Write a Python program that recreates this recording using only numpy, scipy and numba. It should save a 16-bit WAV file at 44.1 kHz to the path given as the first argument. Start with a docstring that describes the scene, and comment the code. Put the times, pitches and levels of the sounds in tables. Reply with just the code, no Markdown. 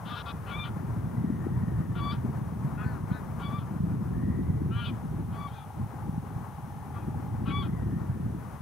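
"""Gulls calling over a stony shore, heard from a hand-held camera with two microphone ports.
Each call is a creaky rasp of the syrinx; five of them break into a clear whistle in the middle.
Small waves wash the stones behind the birds. Right at the microphone, gusts buffet the ports and
sing faintly on an edge, the ports hiss, and the zoom motor ticks as the lens pulls back."""
import sys
import numpy as np
from scipy import signal
from scipy.fft import rfft, irfft, next_fast_len
from scipy.io import wavfile
from scipy.ndimage import uniform_filter1d, map_coordinates
from numba import njit

SR = 44100
rng = np.random.default_rng(int(sys.argv[2]) if len(sys.argv) > 2 else 0)


def persist_wave(psi):
    """Save psi, clipped to +-1, as 16-bit WAV."""
    counts = np.round(np.clip(psi, -1, 1) * 32767).astype(np.int16)
    wavfile.write(sys.argv[1], SR, np.atleast_2d(counts).T)


N = 379701
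TIME = np.arange(N) / SR

# Water on the stones. Each row: frequency in Hz, relative density in dB.
WATER_SPECTRUM = [(150, -40), (400, 1), (560, -1), (750, 3), (1000, 3), (1300, -3), (1700, -9.5),
                  (2300, -17.5), (3200, -32.5), (5000, -30.5)]
# The slow swell of the water. Each row: time in seconds, relative level in dB.
WATER_SWELL = [(0, -47.5), (1.5, -48.5), (2.6, -48), (4.3, -51), (6.2, -51.5), (8, -51)]
# The microphone's own hiss. Each row: frequency in Hz, relative density in dB.
HISS_SPECTRUM = [(3000, 4.5), (4700, -3), (6200, 2), (7400, -4), (8500, 0.5), (9800, 4), (12500, -0.5),
                 (16000, -2)]
# Wind on the ports. Each row: frequency in Hz, relative density in dB.
WIND_SPECTRUM = [(22, -49), (35, -25), (60, -3.5), (115, 3.5), (170, 1), (250, -12.5), (350, -20),
                 (500, -32.5), (800, -52), (2000, -82)]
# Gusts at the microphone. Each row: peak time, rise and fall in seconds, relative level in dB.
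WIND_GUSTS = [(0.08, 0.042, 0.076, -39.5), (1.55, 0.67, 0.96, -28.5), (2.85, 0.18, 1, -35),
              (4.38, 0.45, 0.38, -25), (5.12, 0.074, 0.21, -30.5), (5.81, 0.041, 0.036, -30.5),
              (6.08, 0.098, 0.19, -36), (6.35, 0.013, 0.063, -39.5), (7.7, 0.52, 0.49, -29),
              (8.28, 0.083, 0.067, -30.5)]
# Calls that stay creaky. Each row: peak time, rise and fall in seconds, flap rate in Hz, relative
# level in dB, beak over throat in dB, beak resonance in Hz, roughness from 0 to 1, beak gain from
# peak to end in dB, pitch glide as a share per second, throat resonance and its width in Hz,
# windpipe over throat in dB, beak width in Hz.
CREAKY_CALLS = [(0.118, 0.074, 0.071, 240, -40, -4.5, 3350, 0.57, 0, -.2, 1310, 340, -30, 1200),
                (0.187, 0.039, 0.041, 237, -38.5, -4.5, 3480, 0.6, 1, -0.15, 1320, 340, -23, 1400),
                (0.298, 0.045, 0.028, 229, -37, -7, 3460, 0.4, -2, -0.39, 1280, 260, -13, 755),
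                (2.129, .012, 0.02, 230.6, -48, -2.5, 4200, 0.85, -4, 0, 1380, 380, -16, 1900),
                (2.812, 0.042, 0.048, 209, -38.5, -16.5, 2615, 0.42, 0, 0.52, 1340, 474, -30, 150),
                (2.865, 0.048, 0.13, 252.6, -44.5, -23, 4370, 0.13, -2, 0.2, 1600, 330, -31, 600),
                (3.122, 0.022, 0.015, 245.6, -46, -15, 3320, 0.2, 5, 0.16, 1450, 380, -27, 1000),
                (3.155, 0.035, 0.05, 250, -43.5, -15.5, 3920, 0.24, -6, -0.16, 1490, 380, -24, 330),
                (4.808, 0.11, 0.072, 236.4, -37.5, -3.5, 3100, 0.14, 7, -0.21, 1380, 283, -11, 360),
                (4.877, 0.037, 0.039, 231.6, -42, 1, 3350, 0.36, -3, -1.53, 1290, 300, -1, 600),
                (5.561, 0.065, 0.095, 219.7, -51, -6, 3420, 0.6, -1, 0.2, 1290, 380, -11, 700),
                (6.972, 0.047, 0.078, 233.3, -46.5, -21, 3300, 0.15, 2, 0.097, 1220, 380, -14, 470)]
# The clear whistle in each of the five cries, one list a cry. 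Each row: time in seconds, pitch in Hz,
# relative levels of the fundamental and of the overtones in dB.
WHISTLE_CONTOURS = [
    [(.51, 1142, -44, -57), (.53, 1119, -42, -56), (.555, 1157, -56, -44), (.578, 1199, -42, -52),
     (.595, 1184, -53, -45), (.637, 1192, -47, -44.5), (.657, 1150, -52, -55)],
    [(1.98, 1158, -43, -55), (2.02, 1130, -39.5, -52.5), (2.05, 1153, -40.5, -45.5),
     (2.085, 1141, -36.5, -47.5), (2.112, 1153, -40, -38), (2.127, 1203, -41, -60)],
    [(3.426, 1145, -51, -56), (3.455, 1143, -49, -55), (3.485, 1130, -47, -54), (3.503, 1155, -46, -71),
     (3.53, 1152, -45, -59), (3.565, 1177, -42.5, -58), (3.6, 1144, -52, -71)],
    [(5.34, 1126, -56, -70), (5.40, 1155, -45, -61.5), (5.44, 1150, -45, -59.5), (5.47, 1134, -47, -64),
     (5.492, 1093, -66, -67)],
    [(7.5, 1108, -49, -56), (7.53, 1126, -36, -47), (7.565, 1140, -38, -42), (7.595, 1144, -41.5, -43.5),
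     (7.619, 1123, -40, -43.5), (7.64, 1060, -47, -52)],
]
# The voices of the same five cries. Each row: second and fourth harmonic over the third in dB,
# brightening from middle to end in dB per harmonic, tremble from 0 to 1, relative level of the
# opening rasp in dB, its rise in seconds, relative level of the closing rasp in dB.
CRY_VOICES = [(1, -43, 0.5, 0.27, -39.5, 0.055, -40.5), (-7.5, -11.5, 3.5, 0.03, -40.5, 0.037, -43),
              (0.5, -14, -3, 0.3, -43, .04, -52), (1.5, -10, -4, 0.72, -51.5, .03, -56),
              (-3, -22, 7, 0.1, -37.5, .054, -43.5)]
# The hardest single buffets. Each row: peak time in seconds, relative level in dB, pitch in Hz.
HARD_BUFFETS = [(1.243, -21.5, 190), (1.303, -18.5, 223), (1.325, -21, 170), (1.469, -18.5, 290),
                (1.637, -17.5, 157), (1.79, -16, 135), (1.805, -19, 149), (2.864, -18.5, 167),
                (3.117, -16, 151), (3.807, -17.5, 150), (4.18, -21, 210), (4.238, -21.5, 210),
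                (4.303, -16.5, 175), (4.392, -18.5, 238), (4.503, -14.5, 135), (4.62, -18.5, 217),
                (6.095, -21, 160), (6.181, -19, 164), (6.365, -24.5, 124), (7.572, -18.5, 169),
                (7.968, -19.5, 152)]
# Thin edge tones in the three strongest gusts. Each row: peak time, rise and fall in seconds,
# pitch in Hz, glide in Hz per second, relative level in dB.
EDGE_TONES = [(1.38, .18, 0.46, 1900, -500, -60), (4.19, 0.071, 0.33, 1807, 1900, -59),
              (7.8, 0.3, 0.31, 1885, -500, -62.5)]
# The camera body shades the right port. Each row: frequency in Hz, left minus right in dB.
BODY_SHADE = [(110, 0), (170, -0.5), (290, 6.5), (700, 2.5), (1250, 10), (2350, 9.5), (3400, 7), (5000, 5)]


def undb(db):
    """Decibels to gain."""
    return 10 ** (np.asarray(db) / 20)


def level(x, db=0):
    """Scale to an rms level."""
    return x * undb(db) / np.sqrt(np.mean(x ** 2))


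def curves(rows, t=TIME):
    """Each column of a table, joined by straight lines in time."""
    times, *columns = np.transpose(rows)
    return [np.interp(t, times, column) for column in columns]


def colour(x, points, share=1):
    """Filter by a spectrum of (Hz, dB) points, or by a share of its dB."""
    hz, db = np.transpose(points)
    size = next_fast_len(N + 4096)
    bins_hz = np.maximum(np.fft.rfftfreq(size, 1 / SR), 1)
    gain = undb(share * np.interp(np.log(bins_hz), np.log(hz), db))
    return irfft(rfft(x, size) * gain, size)[..., :N]


def noise(points):
    """Coloured noise of rms 1."""
    return level(colour(rng.standard_normal(N), points))


def walk(rate, t=TIME):
    """Smooth random drift of spread near 1, with rate new values a second."""
    return map_coordinates(rng.standard_normal(4096), [t * rate], order=3, mode="wrap")


def add(track, s, sound):
    """Mix a sound into a track from time s."""
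    i = max(int(s * SR), 0)
    track[i:i + len(sound)] += sound[:N - i]


def spread(mid, side, side_db):
    """Left and right from a shared part and a side part."""
    return mid + undb(side_db) * np.array([side, -side])


def bell(peak_s, rise_s, fall_s):
    """Power that swells to 1 and dies away."""
    return np.exp(-((TIME - peak_s) / np.where(TIME < peak_s, rise_s, fall_s)) ** 2)


def hump(hz, centre_hz, width_hz, order=2):
    """Gain of a resonance; a higher order has steeper sides."""
    return (1 + 4 / order * ((hz - centre_hz) / width_hz) ** 2) ** -order


@njit
def bandpass(x, hz, width_hz):
    """State-variable band-pass with a moving centre."""
    y, band, low = np.empty(len(x)), 0., 0.
    for i in range(len(x)):
        g, damping = np.tan(np.pi * hz[i] / SR), width_hz / hz[i]
        v = (band + g * (x[i] - low)) / (1 + g * (g + damping))
        band, low, y[i] = 2 * v - band, low + 2 * g * v, damping * v
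    return y


def water():
    """Behind the birds, small waves wash on the stones, swelling slowly and flickering."""
    swell = undb(curves(WATER_SWELL)[0] + .5 * walk(6.3) + 1.54 * walk(22))
    return spread(noise(WATER_SPECTRUM), noise(WATER_SPECTRUM), -7) * swell


def microphone_hiss():
    """A faint, steady hiss, partly different at each port."""
    return undb(-63) * spread(noise(HISS_SPECTRUM), noise(HISS_SPECTRUM), -3)


def wind_strength(breeze_db=-46.5):
    """Wind at the camera in dB: the gusts add up over a steady breeze."""
    gusts = sum(undb(db) ** 2 * bell(*timing) for *timing, db in WIND_GUSTS)
    return 10 * np.log10(undb(breeze_db) ** 2 + gusts)


def wind(gust_db, strong_gust_db=-33.5):
    """Large eddies rumble and small ones flap; the left channel lags in phase, widening the wind."""
    large = colour(noise(WIND_SPECTRUM), [(120, -3), (260, -13)]) * undb(1.5 * walk(38))
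    small = colour(noise(WIND_SPECTRUM), [(90, -20), (220, -1)]) * undb(4.5 * walk(65))
    rumble_gain = undb(.27 * (strong_gust_db - gust_db))  # rumble grows more slowly than the wind
    eddies = (rumble_gain * large + small) / np.std(large + small)
    shared = eddies * undb(gust_db + .1) + buffets()
    side = colour(shared, [(25, -4), (60, -17.5), (130, -7.5), (280, -6)])
    lagging = np.imag(signal.hilbert(side))  # a quarter cycle behind
    unrelated = colour(noise(WIND_SPECTRUM), [(100, -16), (200, -14), (400, 4.5)]) * undb(gust_db)
    return spread(shared, lagging + unrelated, 0)


def rasp(peak_s, rise_s, fall_s, flap_hz, db, beak_db, beak_hz, rough, opening_db=0, glide=0,
         throat_hz=1290, throat_width_hz=380, windpipe_db=-13, beak_width_hz=620):
    """A gull's flapping syrinx rings its throat, windpipe and beak. Gives (start in seconds, sound)."""
    k = np.arange(3, 25)[:, None]  # harmonic numbers
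    t = np.arange(-rise_s, fall_s, 1 / SR)
    clock = peak_s + t
    progress = np.interp(t, [-rise_s, 0, fall_s], [-1, 0, 1])
    arch = 1 + glide * t - 11 * t ** 2
    bend = arch * (1 + .021 * rough * walk(150, clock))
    hz = flap_hz * bend
    phase = 2 * np.pi * np.cumsum(hz) / SR
    # no two flaps are alike, so every harmonic wavers in size and phase on its own
    wavering = np.array([undb(3.4 * walk(35, clock)) + rough * (walk(200, clock) + 1j * walk(200, clock))
                         for _ in k])
    harmonics = np.real(wavering * np.exp(1j * (k * phase + .0633 * k ** 2)))
    # the throat and both beak resonances follow the pitch; the windpipe stays put
    throat = hump(k * hz, throat_hz * bend, throat_width_hz, order=1)
    windpipe = undb(windpipe_db) * hump(k * hz, 2430, 230)
    beak = hump(k * hz, beak_hz * bend, beak_width_hz)
    beak += undb(-21) * hump(k * hz, 1.3 * beak_hz * bend, 2 * beak_width_hz)
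    voice = level(((throat + windpipe) * harmonics).sum(0))
    voice += level((beak * harmonics).sum(0), beak_db + opening_db * progress)  # louder when open
    swell = undb(-11 * progress ** 2) * signal.windows.tukey(len(t), .25)
    return peak_s - rise_s, undb(db) * swell * voice


def creaky_calls():
    """The gull calls that rasp from start to end."""
    out = np.zeros(N)
    for call in CREAKY_CALLS:
        add(out, *rasp(*call))
    return out


def boulder_scatter(x, wet_db=-22, t60_s=.5):
    """The boulders throw a faint, diffuse tail back to the microphone."""
    t = TIME[:SR // 2]
    tails = rng.standard_normal((2, len(t))) * np.exp(-np.log(1000) * t / t60_s)
    echoes = [signal.fftconvolve(x, tail / np.linalg.norm(tail))[:N] for tail in tails]
    return x + undb(wet_db) * np.array(echoes)


def whistle(contour, second_db, fourth_db, brighten_db, tremble, fade_s=.0055):
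    """The syrinx locks into one trembling tone of four harmonics. Gives (start in seconds, sound)."""
    t = np.arange(contour[0][0], contour[-1][0], 1 / SR)
    pitch_hz, fundamental_db, third_db = curves(contour, t)
    tilt_db = brighten_db * np.linspace(-1, 1, len(t))
    phase = 2 * np.pi * np.cumsum(pitch_hz * (1 + .016 * tremble * walk(230, t))) / SR
    levels_db = [fundamental_db, third_db + second_db - tilt_db,
                 third_db, third_db + fourth_db + tilt_db]
    tone = np.zeros(len(t))
    for k, db in enumerate(levels_db, 1):
        shimmer_db = 2 * walk(45, t) + 3.5 * tremble * walk(150, t)
        tone += undb(db + shimmer_db) * np.sin(k * phase)
    fade = np.minimum(np.minimum(t - t[0], t[-1] - t) / fade_s, 1)
    return t[0], np.sqrt(2) * tone * fade


def cries(hoarse_db=-15):
    """Each cry opens with a rasp, whistles over a faint hoarseness and falls back into a softer rasp."""
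    whistles, creaks = np.zeros(N), np.zeros(N)
    for contour, (*timbre, rasp_db, rise_s, closing_db) in zip(WHISTLE_CONTOURS, CRY_VOICES):
        start, end = contour[0][0], contour[-1][0]
        half = (end - start) / 2
        # the whistle sits near the fifth harmonic of the flapping
        flap_hz = .202 * np.mean([point[1] for point in contour])
        add(whistles, *whistle(contour, *timbre))
        add(creaks, *rasp(start + .004, rise_s, .031, flap_hz, rasp_db,
                          beak_db=-8.5, beak_hz=3130, rough=.47, beak_width_hz=960, windpipe_db=-13.5))
        add(creaks, *rasp(start + half, half, half, flap_hz, rasp_db + hoarse_db,
                          beak_db=-3.5, beak_hz=3270, rough=.92))
        add(creaks, *rasp(end, .024, .044, flap_hz, closing_db,
                          beak_db=-4, beak_hz=3310, rough=.51, opening_db=-7))
    return whistles, creaks


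def buffets(rise_cycles=.87):
    """A strong eddy shoves the microphone diaphragms to and fro for a cycle or two."""
    out = np.zeros(N)
    for peak_s, db, hz in HARD_BUFFETS:
        cycles = hz * TIME[:SR // 10]
        age = cycles / rise_cycles
        shove = age ** 2 * np.exp(1 - age ** 2) * np.sin(2 * np.pi * cycles)
        add(out, peak_s - rise_cycles / hz, undb(db) * shove)
    return out


def edge_tones(wander=.026, width_hz=160.):
    """Strong gusts sing faintly on an edge; each tone swells, glides, levels off and fades."""
    out = np.zeros(N)
    for peak_s, rise_s, fall_s, pitch_hz, glide, db in EDGE_TONES:
        glide_hz = glide * rise_s * np.tanh((TIME - peak_s) / rise_s)
        hz = (pitch_hz + glide_hz) * (1 + wander * walk(19))
        band = bandpass(rng.standard_normal(N), hz, width_hz)
        tone = level(bandpass(band, hz, width_hz), db)  # twice, for steep sides
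        out += tone * np.sqrt(bell(peak_s, rise_s, fall_s))
    return out


def zoom_motor(start_s=4.902, stop_s=7.67, step_s=.02, ramp_s=.5, tick_s=.0041, barrel_hz=822):
    """Inside the camera, each step of the lens motor rings the barrel, every other one harder."""
    t = TIME[:SR // 30]
    age = t / tick_s
    tick = age ** 2 * np.exp(2 - 2 * age) * np.sin(2 * np.pi * barrel_hz * t)
    out = np.zeros(N)
    for k, s in enumerate(np.arange(start_s, stop_s, step_s)):
        size, late = rng.standard_normal(2)
        soft_start_db = -14 * max(1 - (s - start_s) / ramp_s, 0)
        db = -42 + soft_start_db + 2.5 * size - 4 * (k % 2)
        add(out, s + .00017 * late, undb(db) * tick)
    return out


def scene():
    """Gulls, wind, water and motor reach the two ports, the right one shaded by the camera body."""
    whistles, creaks = cries()
    gulls = boulder_scatter(undb(-4) * (creaky_calls() + creaks) + whistles)
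    left, right = gulls + wind(wind_strength()) + water() + edge_tones() + zoom_motor()
    ports = np.array([colour(left, BODY_SHADE, 1 / 2), colour(right, BODY_SHADE, -1 / 2)])
    return ports + microphone_hiss()


def record(dry, low_cut_hz=32, knee_db=-29, top_hz=15600):
    """The camera cuts the deepest rumble, turns its gain down a little in loud gusts and cuts the top."""
    x = signal.sosfilt(signal.butter(2, low_cut_hz, "high", fs=SR, output="sos"), dry)
    power = uniform_filter1d(np.mean(x ** 2, axis=0), size=SR // 3)
    gain = (1 + power / undb(knee_db) ** 2) ** -.2
    return signal.sosfilt(signal.ellip(10, .1, 70, top_hz, fs=SR, output="sos"), x * gain)


dry = scene()
out = record(dry)
persist_wave(out)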